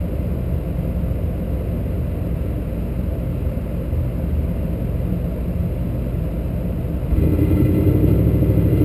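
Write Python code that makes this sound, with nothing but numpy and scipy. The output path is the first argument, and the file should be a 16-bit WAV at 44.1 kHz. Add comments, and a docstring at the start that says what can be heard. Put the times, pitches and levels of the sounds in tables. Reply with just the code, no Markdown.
"""A V8 race truck engine, heard from the cab: it lopes at idle, then revs up to a throbbing drone.
Uneven exhaust pulses ring the pipes and make the cab boom, with a few hard thumps after the launch.
Behind it, the fan and valve gear rush, and the panels buzz once the throttle opens.
A small camera adds a thin fizz high in the treble."""
import sys
import numpy as np
from scipy import signal
from scipy.fft import rfft, irfft, next_fast_len
from scipy.io import wavfile
from scipy.ndimage import map_coordinates

SR = 44100
rng = np.random.default_rng(int(sys.argv[2]) if len(sys.argv) > 2 else 0)


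def to_wav(sig):
    """Store sig (one row per channel, or 1-D mono) as 16-bit WAV at the path in sys.argv[1].

    Samples outside -1..1 are clipped; the rate is SR.
    """
    pcm = np.clip(np.atleast_2d(sig), -1, 1) * 32767
    pcm = np.round(pcm).astype(np.int16)
    wavfile.write(sys.argv[1], SR, pcm.T)  # frames by channels


N = 389844
TIME = np.arange(N) / SR
# Engine speed is in cycles per second (Hz); in one cycle all eight cylinders fire once.
PULL_HZ, FULL_HZ = 11.7, 12.8  # pulling up, full speed


def from_db(db):
    """Turn decibels into a gain."""
    return 10 ** (np.asarray(db) / 20)


def rms_one(x):
    """Scale a signal to an average power of 1."""
    return x / np.sqrt(np.mean(x ** 2) + 1e-20)


def bell(x, centre, width):
    """A smooth hump of height 1."""
    return np.exp(-((x - centre) / width) ** 2)


def drift(per_s):
    """A smooth random wander of typical size 1."""
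    knots = rng.standard_normal(1024)
    curve = map_coordinates(knots, [TIME[::64] * per_s], order=3, mode="wrap")
    return rms_one(curve)[np.arange(N) // 64]


def cut(x, hz, kind, order=2):
    """Keep the "low" or the "high" side of a frequency."""
    return signal.sosfilt(signal.butter(order, hz, kind, fs=SR, output="sos"), x)


def resonance(x, hz, width):
    """Ring at one pitch; a narrower width rings longer."""
    r = np.exp(-np.pi * width / SR)
    feedback = [1, -2 * r * np.cos(2 * np.pi * hz / SR), r * r]
    return signal.lfilter(np.array([1, 0, -1]) * (1 - r * r) / 2, feedback, x + 1e-18)


def hollow(x, hz, width):
    """Resonate twice, so little gets through away from the pitch."""
    return resonance(resonance(x, hz, width), hz, width)


def fading_power(clicks, decay_s):
    """Spread each click's energy into a fading tail."""
    r = np.exp(-1 / (decay_s * SR))
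    return signal.lfilter([1 - r], [1, -r], clicks ** 2 + 1e-18)


def gas_puffs(clicks, decay_s):
    """Each firing lets out a short, noisy burst of gas."""
    return np.sqrt(fading_power(clicks, decay_s)) * rng.standard_normal(N)


def engine_speed():
    """Cycles per second: a sagging idle, a quick flare, a steady climb, a hold and a slight easing."""
    launch_s, flare_s, ease_s = 7.04, 0.22, 8.58
    idle = 5.235 - 0.018 * TIME
    flare = np.clip((TIME - launch_s) / flare_s, 0, 1)
    climb = np.minimum(10.12 + 2.93 * (TIME - launch_s - flare_s), 13.08)
    return idle + flare * (climb - idle) - 4.1 * np.maximum(TIME - ease_s, 0)


# Tone colour of the fan and valve gear: frequency_hz, relative_db
RUSH_SPECTRUM = [(300, -16.5), (600, 11), (800, 2), (1000, 2.5), (1400, -1.5), (1800, -5.5), (2100, -4.5),
                 (2750, -4.5), (3100, -11.5), (3500, -16.5), (4000, -15), (4300, -20), (5100, -19.5),
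                 (5600, -31.5), (6000, -42)]
def fan_and_valves(clicks, throttle, bark_db):
    """The fan and valve gear rush through the firewall, with a faint tick on each firing."""
    hz, db = np.transpose(RUSH_SPECTRUM)
    size = next_fast_len(N)
    bins_hz = np.maximum(np.arange(size // 2 + 1) * SR / size, 1)
    colour = from_db(np.interp(np.log(bins_hz), np.log(hz), db))
    rush = rms_one(irfft(rfft(rng.standard_normal(size)) * colour, size)[:N])
    tick_share = 0.078
    ticking = np.sqrt(1 - tick_share + tick_share * fading_power(clicks, decay_s=0.0033))
    return from_db(-44.5 + 2 * throttle + 0.23 * bark_db) * ticking * rush


# Notes the panels ring at: pitch_hz, width_hz, relative_db
PANEL_NOTES = [(890, 18, -20), (1340, 28, -23), (2001, 12, -21), (2064, 28, -23), (2440, 46, -29),
               (2760, 48, -32), (3210, 40, -37), (3950, 90, -42), (4650, 130, -46)]
def panel_buzz(clicks, throttle, full_speed, bark_db):
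    """Firings shake the panels, hardest while the engine pulls up."""
    shake_db = -15.1 + 13.4 * throttle - 3 * full_speed + 0.5 * bark_db
    shake = gas_puffs(clicks, decay_s=0.011) * from_db(shake_db + drift(9))
    buzz = sum(from_db(db) * resonance(shake, hz, width) for hz, width, db in PANEL_NOTES)
    return cut(buzz, 4430, "low", order=10)


# Single hard firings: start_s, relative_db
HARD_FIRINGS = [(7.273, 7), (7.389, 8), (7.78, 0), (7.959, 7), (8.042, 9), (8.12, 2), (8.428, 7),
                (8.745, 0)]
def thumps():
    """A hard firing is one short dip in pressure that shakes the cab."""
    dips = sum(from_db(db) * bell(TIME, start_s + 0.002, 0.00078) for start_s, db in HARD_FIRINGS)
    return -from_db(-12.5) * cut(dips, 85, "high")


def ringing_space(drive, notes, pressure):
    """Ring a hollow space; each note moves from its idle to its load level as pressure builds."""
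    return sum(hollow(drive * from_db(idle_db + (load_db - idle_db) * pressure), hz, width)
               for hz, width, idle_db, load_db in notes)


# Notes the cab booms at: pitch_hz, width_hz, idle_db, load_db
CAB_NOTES = [(76.9, 25.7, 2, -5.5), (95.7, 56, -4.5, -2.5), (120.6, 16.2, -3.5, 2), (159.7, 8.1, -12, -7.5),
             (167.8, 34.5, 1.5, -2), (210.5, 28.7, -4.5, -5.5), (232.9, 13.6, -6, -8.5)]
# Brief swells of the boom around one pitch: peak_s, boost_db, half_length_s, pitch_hz
BOOM_SWELLS = [(1.215, 8.5, 0.078, 83), (1.94, 9.5, 0.041, 82), (3.98, 13, 0.062, 88),
               (4.393, 11, 0.076, 83), (5.054, 4.5, 0.45, 180), (7.147, 8, 0.033, 64), (7.265, 6, .04, 151)]
def cab_boom(clicks, throttle, pressure, full_speed):
    """Puffs of exhaust make the cab boom, driving it hardest while the engine pulls up."""
    drive_db = -0.3 * (1 - throttle) + throttle * (6.5 - 5 * full_speed)
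    puffs = gas_puffs(clicks, decay_s=0.011) * from_db(drive_db)
    boom = ringing_space(puffs, CAB_NOTES, pressure)
    swells = sum((from_db(db * bell(TIME, peak_s, half_s)) - 1) * hollow(boom, hz, width=47)
                 for peak_s, db, half_s, hz in BOOM_SWELLS)
    return cut(boom + swells, 326, "low")


# Pipe notes rung by the loudest cylinder: pitch_hz, width_hz, pulling_db, full_speed_db
RING_NOTES = [(300.8, 29.4, 2, -1), (393.6, 32, -1.5, -11), (438.4, 13.6, -7.5, -9), (524, 23, -18.5, -5.5)]
def pipe_ring(cycles, pressure, full_speed, in_tune):
    """One hard pulse per cycle rings the pipes, most when the engine speed suits them."""
    cycle_number = np.floor(cycles + 0.17)  # the pulse comes a little early in the cycle
    pulses = np.diff(cycle_number, prepend=cycle_number[0])
    ring = sum(from_db(pull_db + (full_db - pull_db) * full_speed) * hollow(pulses, hz, width)
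               for hz, width, pull_db, full_db in RING_NOTES)
    return from_db(-30 + 5 * in_tune) * pressure * rms_one(ring)


# Notes of the exhaust pipes: pitch_hz, width_hz, idle_db, load_db
BARK_NOTES = [(301, 44, -10.5, 6.5), (330, 30, -15, -8), (392, 44, -13, 0), (444, 32, -14, -3),
              (528, 70, -13, -6), (582, 90, -14, -9), (645, 90, -16, -14)]
def pipe_bark(clicks, pressure, bark_db):
    """The pipes ring with mostly noisy puffs at idle and mostly sharp pulses under load."""
    noise_share = 0.86 * (1 - 0.9 * pressure)
    puffs = gas_puffs(clicks, decay_s=0.017)
    drive = np.sqrt(noise_share) * puffs - np.sqrt(1 - noise_share) * clicks
    bark = ringing_space(drive * from_db(bark_db + 0.8 - 3.3 * pressure), BARK_NOTES, pressure)
    return cut(bark, 635.4, "low", order=10)  # the cab walls shut out the treble


# The cylinders in firing order: late_by_firings, unevenness_db (scaled down when played)
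FIRING_ORDER = [(-0.0012, 3), (0.1276, -13.5), (-0.094, 0), (0.1626, -0.5), (0.023, -0.5), (-0.1257, -7.5),
                (0.104, -1.5), (-0.047, -8.5)]
def firings(cycles, speed_hz, throttle):
    """One click per firing: ragged in timing at idle, more uneven in strength under load."""
    late, uneven_db = np.transpose(FIRING_ORDER)
    count = len(late)
    number = np.arange(np.ceil(cycles[0] * count), cycles[-1] * count).astype(int)
    cylinder = number % count
    when_s = np.interp((number + late[cylinder]) / count, cycles, TIME)
    load = np.interp(when_s, TIME, throttle)
    time_chance, level_chance = rng.standard_normal((len(number), 2)).T
    when_s += time_chance * 0.00083 * (1 - 0.87 * load)
    strength = from_db(uneven_db[cylinder] * (0.08 + 0.42 * load) + level_chance * 2.5 * load)
    clicks = np.zeros(N)
    clicks[np.clip((when_s * SR).astype(int), 0, N - 1)] = rms_one(strength)
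    return clicks * np.sqrt(SR / (count * speed_hz))  # average power near 1


# Tones of the idling engine: speed_multiple, level_db
IDLE_TONES = [(4, -54), (8, -37), (10, -68), (11, -28), (12, -54), (13, -35.5), (14, -39.5), (15, -52),
              (16, -42), (19, -35), (20, -44.5), (24, -32.5), (32, -40)]
# Tones with the throttle open: speed_multiple, pulling_db, full_speed_db
LOAD_TONES = [(3, -44, -44), (5, -27, -21.5), (6, -34, -46), (7, -33, -32), (8, -20, -20.5), (9, -30, -28),
              (10, -39, -28), (11, -29, -31), (13, -38, -22), (16, -31, -35)]
def engine_drone(cycles, throttle, full_speed):
    """The engine hums at multiples of its speed; long pipes shift the higher tones, smearing pulses."""
    sway = 0.021 * drift(4) * (1 - 0.64 * throttle)
    angle = 2 * np.pi * cycles + sway

    def tone(multiple, smear):
        waver_db = np.sqrt(multiple / 10) * drift(5.5)
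        return np.sqrt(2) * np.sin(multiple * angle + smear * multiple ** 2) * from_db(waver_db)

    idle = sum(from_db(db) * tone(multiple, smear=0.175) for multiple, db in IDLE_TONES)
    load = sum(from_db(pull_db + (full_db - pull_db) * full_speed) * tone(multiple, smear=0.36)
               for multiple, pull_db, full_db in LOAD_TONES)
    return (1 - throttle) * idle + throttle * load


def scene():
    """The truck idles, then the throttle opens in one move; exhaust pressure builds with the speed."""
    speed_hz = engine_speed()
    throttle = np.clip((TIME - 7.06) / 0.11, 0, 1)
    pressure = throttle * np.minimum(speed_hz / PULL_HZ, 1)
    full_speed = np.clip((speed_hz - PULL_HZ) / (FULL_HZ - PULL_HZ), 0, 1)
    in_tune = bell(speed_hz, centre=12.15, width=0.5)  # 1 where the engine's tones meet the pipe notes
    bark_db = 0.81 + in_tune  # the bark swells by 1 dB there
    cycles = np.cumsum(speed_hz) / SR
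    cycles -= np.interp(8.036, TIME, cycles)  # the loudest cylinder fires at 8.036 s
    clicks = firings(cycles, speed_hz, throttle)
    drone = engine_drone(cycles, throttle, full_speed)
    boom = cab_boom(clicks, throttle, pressure, full_speed)
    bark = pipe_bark(clicks, pressure, bark_db)
    exhaust = cut(boom + bark, 42, "high") + pipe_ring(cycles, pressure, full_speed, in_tune)
    rush = fan_and_valves(clicks, throttle, bark_db)
    buzz = panel_buzz(clicks, throttle, full_speed, bark_db)
    return (rush + buzz + thumps() + exhaust + drone)[None]


def record(dry):
    """The camera mirrors the sound around a high tone, adding a thin fizz, and cuts the very top."""
    mirror_hz, top_hz = 12000, 15200
    dry = dry * np.minimum(TIME / 0.005, 1)  # quick fade-in
    slope = np.diff(dry, prepend=dry[:, :1])
    mirrored = slope * np.cos(2 * np.pi * mirror_hz * TIME)
    fizz = from_db(9.5) * cut(mirrored, 5800, "low", order=1)
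    return signal.sosfilt(signal.ellip(12, 0.1, 90, top_hz, fs=SR, output="sos"), dry + fizz)


dry = scene()
out = record(dry)
to_wav(out)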